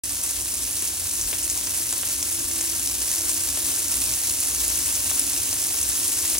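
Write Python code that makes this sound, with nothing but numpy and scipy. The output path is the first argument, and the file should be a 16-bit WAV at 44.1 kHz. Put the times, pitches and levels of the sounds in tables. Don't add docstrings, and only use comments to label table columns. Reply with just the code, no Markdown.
import sys
import numpy as np
from scipy import signal
from scipy.fft import rfft, irfft, next_fast_len
from scipy.io import wavfile

SR = 44100
rng = np.random.default_rng(int(sys.argv[2]) if len(sys.argv) > 2 else 0)


def wav_out(sig):
    wavfile.write(sys.argv[1], SR, np.round(np.clip(np.atleast_2d(sig).T, -1, 1) * 32767).astype(np.int16))


N = 281799
TIME_S = np.arange(N) / SR
FFT_SIZE = next_fast_len(N + SR // 2, True)
BIN_HZ = np.maximum(np.arange(FFT_SIZE // 2 + 1) * SR / FFT_SIZE, 1)

# frequency in Hz, relative density in dB.
FAN_SPECTRUM = [(15, -22), (30, -16), (43, -15.5), (70, 2.5), (100, 1.5), (145, -13.5), (195, -15),
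                (260, -5.5), (380, -11.5), (500, -17.5), (1000, -19.5), (4000, -29)]
# frequency in Hz, bandwidth in Hz, level in dB.
DUCT_MODES = [(59.9, 3, -47.5), (84.2, 3.8, -51.5), (118.4, 4.5, -60), (206.7, 3.7, -62),
              (275.6, 7.2, -52.5), (292, 7.1, -59.5), (332.2, 2.3, -53)]
# peak time in seconds, level in dB, half-width in seconds.
MIC_NUDGES = [(1.24, -36, .05), (2.44, -48, 0.055)]
# time in seconds, gain in dB.
MIC_APPROACH = [(0, -2), (1.3, -1), (2.9, -0.5), (3.4, 0.25), (5.0, 1.25), (5.55, 0.5), (6.39, 1.0)]
# frequency in Hz, likeness from 0 to 1, left minus right in dB,
# left phase lead in radians.
MIC_PORTS = [(81.6, 1.0, -0.5, -0.0), (316, 0.95, -1.6, -0.0), (580, 0.4, 2, 0.28), (955, 0.33, 6.5, -0.1),
             (1300, 0.86, 3.5, -1.34), (2000, 0.85, -2, -0.2), (2880, 0, 0.6, 0.1), (4430, 1, 0.5, -0.73),
             (5400, 0.2, 1.5, -0.9), (6000, 0.91, 0.6, -1.16), (10400, 0.42, -0.5, -1.39),
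             (12500, 0.3, 0.5, -1), (15500, 0.49, -0.5, -2.1)]
# delay in seconds, gain in dB.
KITCHEN_ECHOES = [(.0023, -23.5), (.0051, -10), (.0094, -13)]
# frequency in Hz, bandwidth in Hz, gain in dB.
IRON_MODES = [(629, 51, 2.5), (760, 22, -6.5), (1054, 32, 6.5), (1850, 23, -6), (2725, 51, -5)]
# start in seconds, relative level in dB, pitch in Hz.
BLISTER_SNAPS = [(0.825, -11.5, 2000), (1.33, -5.5, 2100), (1.673, -10.5, 1400), (1.927, -9.5, 1200),
                 (2.033, -8, 1500), (2.227, -14, 2600), (2.61, -11.5, 1600), (3.292, -11, 1300),
                 (3.574, -10, 1100), (5.114, -9, 800), (5.528, -9, 800), (6.239, -10, 1100),
                 (6.352, -9.5, 2570)]
# frequency in Hz, relative gain in dB.
SNAP_SPECTRUM = [(100, -18), (300, 7), (700, 2.5), (1200, 0), (2500, 4.5), (3500, 8.5), (4500, -17),
                 (16000, -24)]
# start in seconds, relative level in dB, decay in ms, pitch in Hz.
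FAT_SPITS = [(.237, 5, 8, 9000), (.823, 3, 3, 8400), (1.213, 4.5, 9, 7000), (1.499, 9, 13, 6560),
             (1.927, 5, 3, 7900), (2.228, 6, 3.7, 5900), (2.611, 5, 3, 6900), (2.796, 2, 1.5, 7500),
             (2.860, 5, 8, 8000), (3.294, 9, 28, 7800), (3.916, 3.5, 2, 9100), (4.138, 3, 1.5, 6000),
             (4.404, 5.5, 0.92, 9800), (4.680, 7, 2.1, 10200), (5.1954, 12.5, 1.1, 9100),
             (5.529, 2, 2, 5400), (5.814, 5, 1.8, 9200), (5.89, 7, .3, 10700), (6.080, 5, 3, 9700),
             (6.383, 7.5, 3.5, 6940)]
# frequency in Hz, relative gain in dB.
SIZZLE_SPECTRUM = [(150, -19), (500, -12), (1050, -14), (1500, -11.5), (2000, -12), (2750, -7),
                   (3400, -9.5), (4700, -7), (5900, -2), (8000, -0.7), (10700, 1), (12200, -7.5),
                   (13000, -6.5), (15500, -4)]


def from_db(db):
    return 10 ** (np.asarray(db) / 20)


def unit_rms(x):
    return x / np.sqrt(np.mean(x ** 2) + 1e-20)


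def drift(corner_hz, step=40, warmup=2000):
    pole = np.exp(-2 * np.pi * corner_hz * step / SR)
    noise = rng.standard_normal(N // step + warmup + 2)
    slow = signal.lfilter([1], [1, -2 * pole, pole * pole], noise)[warmup:]
    return np.interp(np.arange(N) / step, np.arange(len(slow)), unit_rms(slow))


def colour(x, spectrum):
    hz, db = np.transpose(spectrum)
    gain = unit_rms(from_db(np.interp(np.log(BIN_HZ), np.log(hz), db)))
    cepstrum = irfft(np.log(gain), FFT_SIZE)
    cepstrum[1:FFT_SIZE // 2] *= 2
    cepstrum[FFT_SIZE // 2 + 1:] = 0
    return irfft(rfft(x, FFT_SIZE) * np.exp(rfft(cepstrum)), FFT_SIZE)[..., :N]


def resonate(x, hz, width_hz):
    r = np.exp(-np.pi * width_hz / SR)
    feedback = [1, -2 * r * np.cos(2 * np.pi * hz / SR), r * r]
    return signal.lfilter(np.array([1, 0, -1]) * (1 - r * r) / 2, feedback, x + 1e-18)


def approach_db(time_s):
    return np.interp(time_s, *np.transpose(MIC_APPROACH))


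def mic_ports(sound):
    front, sideways = rfft(sound, FFT_SIZE)
    hz, *columns = np.transpose(MIC_PORTS)
    alike, tilt_db, lead_rad = (np.interp(np.log(BIN_HZ), np.log(hz), column) for column in columns)
    sign = np.array([[1], [-1]])
    pair = np.sqrt((1 + alike) / 2) * front + sign * np.sqrt((1 - alike) / 2) * sideways
    return irfft(pair * from_db(sign * tilt_db / 2) * np.exp(1j * sign * lead_rad / 2), FFT_SIZE)[:, :N]


def scatter(x, decay_s):
    pole = np.exp(-2 / (decay_s * SR))
    power = signal.lfilter([0, 1 - pole], [1, -pole], np.mean(x ** 2, axis=0) + 1e-18)
    return np.sqrt(power) * rng.standard_normal(x.shape)


def kitchen(x, rim_db, hob_db, room_db):
    dull = signal.sosfilt(signal.butter(2, 3200, fs=SR, output="sos"), x + 1e-18)
    echoes = sum(from_db(db) * np.pad(dull, ((0, 0), (round(delay_s * SR), 0)))[:, :N]
                 for delay_s, db in KITCHEN_ECHOES)
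    rim = from_db(rim_db) * scatter(x, decay_s=0.001)
    hob = from_db(hob_db) * scatter(x, decay_s=0.017)
    room = from_db(room_db) * scatter(x, decay_s=0.031)
    return x + echoes + rim + hob + room


def fan():
    air = from_db(-46.5) * colour(rng.standard_normal((2, FFT_SIZE)), FAN_SPECTRUM)
    turbulence = rng.standard_normal((2, N + SR // 2))
    duct = sum(from_db(db) * unit_rms(resonate(turbulence, hz, width_hz)[:, -N:])
               for hz, width_hz, db in DUCT_MODES)
    return from_db(0.77 * approach_db(TIME_S)) * (air + duct)


def nudges(hz=45, width_hz=22):
    swell = sum(from_db(db) * np.exp(-((TIME_S - peak_s) / half_width_s) ** 2)
                for peak_s, db, half_width_s in MIC_NUDGES)
    shake = resonate(rng.standard_normal((2, N)), hz, width_hz)
    return swell * unit_rms(resonate(shake, hz, width_hz))


def iron_pan(x):
    return x + sum(from_db(db) * resonate(x, hz, width_hz) for hz, width_hz, db in IRON_MODES)


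def snaps(q=2.3):
    pops = np.zeros((2, N))
    for start_s, db, hz in BLISTER_SNAPS:
        click = from_db(db) * signal.unit_impulse(N, round(start_s * SR))
        pops += 0.48 * click + resonate(click, hz, hz / q)
    pops[1] *= 0.5
    heard = kitchen(iron_pan(pops), rim_db=3, hob_db=0.5, room_db=4.5)
    return from_db(-1.5) * colour(heard, SNAP_SPECTRUM)


def small_spits(per_s=5.5, count=64):
    gap, level, length, pitch = rng.uniform(-1, 1, (count, 4)).T
    start_s = np.cumsum(1 + gap) / per_s
    db = 2 + 2.5 * level + approach_db(start_s)
    decay_ms = 2.9 * 2 ** (3.1 * length)
    hz = 8000 * 2 ** (0.57 * pitch)
    return np.column_stack([start_s, db, decay_ms, hz])


def steam_jet(decay_s, samples=4096):
    puff = rng.standard_normal((2, samples)) * np.exp(-np.arange(samples) / (decay_s * SR))
    return puff / np.linalg.norm(puff, axis=1, keepdims=True)


def spits():
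    out = np.zeros((2, FFT_SIZE))
    for start_s, db, decay_ms, hz in [*FAT_SPITS, *small_spits()]:
        jet = steam_jet(decay_ms / 1000)
        jet[:, 0] += 0.75
        spit = 0.13 * jet + resonate(jet, hz, width_hz=3200)
        spit /= np.linalg.norm(spit, axis=1, keepdims=True)
        at = round(start_s * SR)
        if at < N:
            out[:, at:at + spit.shape[1]] += from_db(db) * spit
    return from_db(-4.5) * colour(out, SIZZLE_SPECTRUM)


def flurries(per_s, decay_s, depth, wander_db):
    onsets = (rng.random(N) < per_s / SR) * rng.random(N)
    spurts = signal.lfilter([1], [1, -np.exp(-1 / (decay_s * SR))], onsets)
    activity = (1 + depth * spurts) * from_db(wander_db * np.tanh(drift(corner_hz=14)))
    return activity / activity.mean()


def bubbles(per_s, spread_db, max_spreads, band_hz, q, crack, cavities=20):
    sizes = from_db(spread_db * np.minimum(rng.exponential(1, N), max_spreads))
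    bursting = rng.random(N) < per_s / SR
    clicks = sizes * bursting * rng.choice([-1, 1], (2, N))
    cavity = rng.integers(0, cavities, N)
    rings = sum(resonate(clicks * (cavity == k), hz, hz / q)
                for k, hz in enumerate(np.geomspace(*band_hz, cavities)))
    return unit_rms(crack * clicks + rings)


def frying():
    near_db = approach_db(TIME_S)
    activity = flurries(per_s=130, decay_s=0.005, depth=0.85, wander_db=1.3)
    fizz = bubbles(per_s=13000 * activity, spread_db=2.5, max_spreads=4.7,
                   band_hz=(3370, 17200), q=4.3, crack=0.2)
    crackle = bubbles(per_s=1300 * activity, spread_db=4.0, max_spreads=3.56,
                      band_hz=(726, 11800), q=6.6, crack=0.28, cavities=36)
    ticks = bubbles(per_s=120 * activity, spread_db=5.5, max_spreads=2.6,
                    band_hz=(6100, 11500), q=5.1, crack=0.079, cavities=8)
    sizzle = from_db(-2 + 0.25 * near_db) * fizz + from_db(-6.5) * crackle + from_db(-13.5) * ticks
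    heard = kitchen(iron_pan(sizzle), rim_db=-11, hob_db=-9.5, room_db=-13.5)
    return from_db(-25 + near_db) * colour(heard, SIZZLE_SPECTRUM)


def scene():
    return mic_ports(frying() + spits() + snaps() + fan() + nudges())


def record(dry, start_s=0.036, low_cut_hz=33, high_cut_hz=15850, ceiling=0.78):
    x = signal.sosfilt(signal.butter(2, low_cut_hz, "high", fs=SR, output="sos"), dry)
    x *= TIME_S >= start_s
    rounded = x / (1 + (x / ceiling) ** 4) ** 0.25
    high_cut = 1 / np.sqrt(1 + (BIN_HZ / high_cut_hz) ** 400)
    return irfft(rfft(rounded, FFT_SIZE) * high_cut, FFT_SIZE)[:, :N]


dry = scene()
out = record(dry)
wav_out(out)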